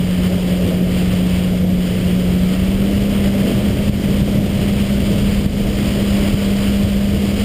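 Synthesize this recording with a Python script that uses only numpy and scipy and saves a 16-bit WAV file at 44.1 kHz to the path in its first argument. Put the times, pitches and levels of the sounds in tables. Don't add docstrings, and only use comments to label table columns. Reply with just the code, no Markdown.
import sys
import numpy as np
from scipy import signal
from scipy.fft import rfft, irfft, next_fast_len
from scipy.io import wavfile

SR = 44100
rng = np.random.default_rng(int(sys.argv[2]) if len(sys.argv) > 2 else 0)


def master(y):
    cut = np.clip(np.atleast_2d(y).T, -1, 1)
    pcm = np.round(cut * 32767)
    wavfile.write(sys.argv[1], SR, pcm.astype(np.int16))


N = 328104
TIME = np.arange(N) / SR

# time in seconds, base level in dB.
RUMBLE = [(0, -25.5), (1.2, -23.5), (1.7, -23.5), (2.8, -23.5), (4.15, -19.5), (4.4, -20.5), (5.45, -21.5),
          (6.3, -25.5), (7.44, -24)]


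def from_db(db):
    return 10 ** (np.asarray(db) / 20)


def rms_one(x):
    return x / np.sqrt(np.mean(x ** 2) + 1e-20)


def in_time(rows):
    breakpoints_s, *columns = np.transpose(rows)
    return [np.interp(TIME, breakpoints_s, column) for column in columns]


def swells(rows):
    total = 0
    for centre_s, length_s, height in rows:
        position = np.clip((TIME - centre_s) / length_s, -0.5, 0.5)
        total = total + height * np.cos(np.pi * position) ** 2
    return total


def drift(corner_hz):
    step, settling = 40, 2000
    pole = np.exp(-2 * np.pi * corner_hz * step / SR)
    noise = rng.standard_normal(N // step + settling + 2)
    slow = signal.lfilter([1], [1, -2 * pole, pole * pole], noise)[settling:]
    return np.interp(np.arange(N) / step, np.arange(len(slow)), rms_one(slow))


def coloured(x, colour):
    size = next_fast_len(N)
    hz, db = np.transpose(colour)
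    bins_hz = np.maximum(np.arange(size // 2 + 1) * SR / size, 1)
    gain = from_db(np.interp(np.log(bins_hz), np.log(hz), db))
    return rms_one(irfft(rfft(x, size) * gain, size)[:N])


def resonance(x, hz, width_hz):
    radius = np.exp(-np.pi * width_hz / SR)
    feedforward = np.array([1, 0, -1]) * (1 - radius ** 2) / 2
    feedback = [1, -2 * radius * np.cos(2 * np.pi * hz / SR), radius ** 2]
    return signal.lfilter(feedforward, feedback, x)


def firing_rate():
    cruise_hz, faster_hz = 181.35, 200.3
    throttle_opens_s, spin_up_s = 2.34, 0.7
    # centre in seconds, length in seconds, sag in Hz.
    loads = [(3.35, 0.71, 2.94), (4.11, 0.26, 3), (4.53, .22, 3.57), (5.4, 0.61, 1.3), (6.5, .45, 1.59)]
    opened = np.clip((TIME - throttle_opens_s) / spin_up_s, 0, 1)
    rise_hz = (faster_hz - cruise_hz) * np.sin(np.pi / 2 * opened) ** 2
    return cruise_hz + rise_hz - swells(loads)


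def exhaust(phase, level_db, waver_db, overtone_waver_db):
    # time in seconds, base level in dB.
    outlet_curve = [(0, -16), (2.5, -16), (3.6, -17), (3.9, -17), (4.7, -20), (5.3, -17), (5.52, -20),
                    (6.35, -15), (7.44, -17.5)]
    # multiple of the firing rate, base level in dB.
    orders = [(1 / 2, -20.5), (1, 0), (2, -27.5), (9 / 4, -27), (3, -29.5), (7 / 2, -34)]
    pipe_hz, pipe_width_hz, pipe_peak_db = 596, 55, 6.5
    firing_hz = firing_rate()
    chop = rms_one(from_db(in_time(RUMBLE)[0]))
    tone = 0
    for multiple, db in orders:
        depth_db = waver_db if multiple == 1 else overtone_waver_db
        unsteady_db = depth_db * chop * drift(13.3)
        detuning = 2 * (multiple * firing_hz - pipe_hz) / pipe_width_hz
        pipe_db = pipe_peak_db / (1 + detuning ** 2)
        partial = np.sin(multiple * phase + rng.uniform(0, 2 * np.pi))
        tone = tone + from_db(db + pipe_db + unsteady_db) * partial
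    return from_db(in_time(outlet_curve)[0] + level_db) * rms_one(tone)


def water(rumble_db, wash_db, churn_db):
    # time in seconds, base level in dB.
    wash_curve = [(0, -28), (.7, -24), (1.15, -27.5), (1.4, -27), (1.7, -27.5), (2.7, -26.5), (3.45, -22),
                  (3.95, -26), (4.65, -24.5), (5.55, -27), (6.2, -24), (6.85, -28), (7.44, -26)]
    # frequency in Hz, relative spectral level in dB.
    rumble_colour = [(20, -25), (50, -8.5), (82, 0), (150, -0.9), (230, -5.5), (330, -16.5), (700, -40.5)]
    wash_colour = [(100, -18.5), (230, 0.5), (290, -0.5), (380, -3.5), (470, -3.5), (560, -4.5),
                   (640, -7.5), (760, -16.5), (900, -26.5), (1500, -41)]
    rumble_gain = from_db(in_time(RUMBLE)[0] + rumble_db)
    wash_gain = from_db(in_time(wash_curve)[0] + wash_db)
    rumble = rumble_gain * coloured(rng.standard_normal(N), rumble_colour)
    wash = wash_gain * coloured(rng.standard_normal(N), wash_colour)
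    return (rumble + wash) * from_db(churn_db * drift(19))


def thumps():
    # centre in seconds, peak level in dB.
    strikes = [(3.28, -8), (3.898, -1.5), (4.221, -2), (4.390, -4), (5.037, -6), (5.465, -3), (6.346, -0.8),
               (6.851, -2.5)]
    cycle_hz, spread_s = 118, 0.0034
    out = np.zeros(N)
    for centre_s, db in strikes:
        age_s = TIME - centre_s
        envelope = np.exp(-np.minimum((age_s / spread_s) ** 2, 20))
        out -= from_db(db) * envelope * np.cos(2 * np.pi * cycle_hz * age_s)
    return out


def spray(phase, level_db, drops_per_s, drops_db, flutter_db, gust_db, throb_db):
    # time in seconds, base level in dB.
    spray_curve = [(0, -33.5), (.68, -33), (.8, -37), (.95, -33.5), (1.45, -33), (1.65, -37.3),
                   (1.9, -33.6), (2.9, -33), (3.55, -32), (4.3, -34), (5.3, -31), (5.55, -35),
                   (5.85, -30.5), (6.8, -32), (7.05, -34), (7.44, -32)]
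    # time in seconds, treble lift in dB.
    mist = [(0, -0.1), (3.9, -1.5), (4.7, 0), (6.0, 1.4), (7.44, 1.5)]
    # centre in seconds, length in seconds, rise in dB.
    splashes = [(.25, .12, 3), (.52, .16, 1), (1.0, 0.15, 2.5), (1.14, 0.13, 1.5), (1.35, 0.12, 2.5),
                (3.26, 0.11, 3), (3.49, 0.099, 2.5), (4.17, 0.2, 2.2), (4.62, .16, 2.5), (4.81, .14, 2.3),
                (6.29, .14, 2.5), (6.63, .2, 2.3), (7.4, .14, 2)]
    # frequency in Hz, relative spectral level in dB.
    spray_colour = [(530, -8), (950, -6.5), (1200, -5), (1600, -6.9), (2240, -2), (2460, -4.5), (3050, 0),
                    (3350, -2.5), (3740, -11), (4240, -11), (4960, -7.5), (5900, -19.5), (7670, -44),
                    (13000, -120)]
    # frequency in Hz, width in Hz, gain in dB against the direct hiss.
    housing = [(2300, 100, -24.5), (2960, 670, -21), (3930, 89, -5), (4820, 190, -12)]

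    sizes = from_db(2.4 * np.minimum(rng.exponential(1, N), 4)) * rng.choice([-1, 1], N)
    drops = rms_one(sizes * (rng.random(N) < drops_per_s / SR))
    direct = coloured(rng.standard_normal(N) + from_db(drops_db) * drops, spray_colour)
    ringing = sum(from_db(db) * resonance(direct, hz, width_hz) for hz, width_hz, db in housing)
    hiss = rms_one(direct + ringing)
    hiss = hiss + (from_db(in_time(mist)[0]) - 1) * resonance(hiss, 4660, 1600)
    unsteady_db = flutter_db * drift(23) + gust_db * drift(11) + throb_db * np.sin(phase)
    return hiss * from_db(in_time(spray_curve)[0] + level_db + swells(splashes) + unsteady_db)


def wind():
    # time in seconds, level in dB.
    wind_curve = [(0, -28), (2.0, -27.5), (2.7, -24), (4.8, -25), (5.6, -22), (6.5, -23), (7.44, -23)]
    # frequency in Hz, relative spectral level in dB.
    wind_colour = [(5, -35), (14, -15), (24, -4), (45, -0.5), (72, -0.5), (115, -13.5), (400, -43.5)]
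    return from_db(in_time(wind_curve)[0]) * coloured(rng.standard_normal(N), wind_colour)


def scene():
    unsteady_hz = firing_rate() * (1 + 0.004 * drift(12.6))
    phase = 2 * np.pi * np.cumsum(unsteady_hz) / SR
    engine = exhaust(phase, level_db=-0.47, waver_db=1.07, overtone_waver_db=2.5)
    hull = water(rumble_db=1.5, wash_db=0.8, churn_db=1.08) + thumps()
    hiss = spray(phase, level_db=1.0, drops_per_s=2400, drops_db=-4.0,
                 flutter_db=0.74, gust_db=0.26, throb_db=-0.35)
    return (engine + hull + hiss + wind())[None]


def limiter(x):
    limit_db, attack_s, release_db_per_s = -5.5, 0.00084, 41
    over_db = np.maximum(20 * np.log10(np.abs(x) + 1e-9) - limit_db, 0)
    tilt_db = release_db_per_s * TIME
    held_db = np.maximum.accumulate(over_db + tilt_db) - tilt_db
    pole = np.exp(-1 / (attack_s * SR))
    reduction_db = signal.lfilter([1 - pole], [1, -pole], held_db)
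    return x * from_db(-reduction_db)


def sample_and_hold(x, hold_hz):
    repeats = 4
    steps = np.repeat(signal.resample_poly(x, hold_hz, SR), repeats)
    return signal.resample_poly(steps, SR, repeats * hold_hz)[:N]


def record(dry):
    limited = limiter(dry[0])
    rounded = limited / (1 + (limited / 0.8) ** 8) ** (1 / 8)
    held = sample_and_hold(rounded, hold_hz=12000)
    top_cut = signal.firwin(801, 15300, fs=SR, window="blackman")
    return signal.fftconvolve(held, top_cut, "same")[None]


dry = scene()
out = record(dry)
master(out)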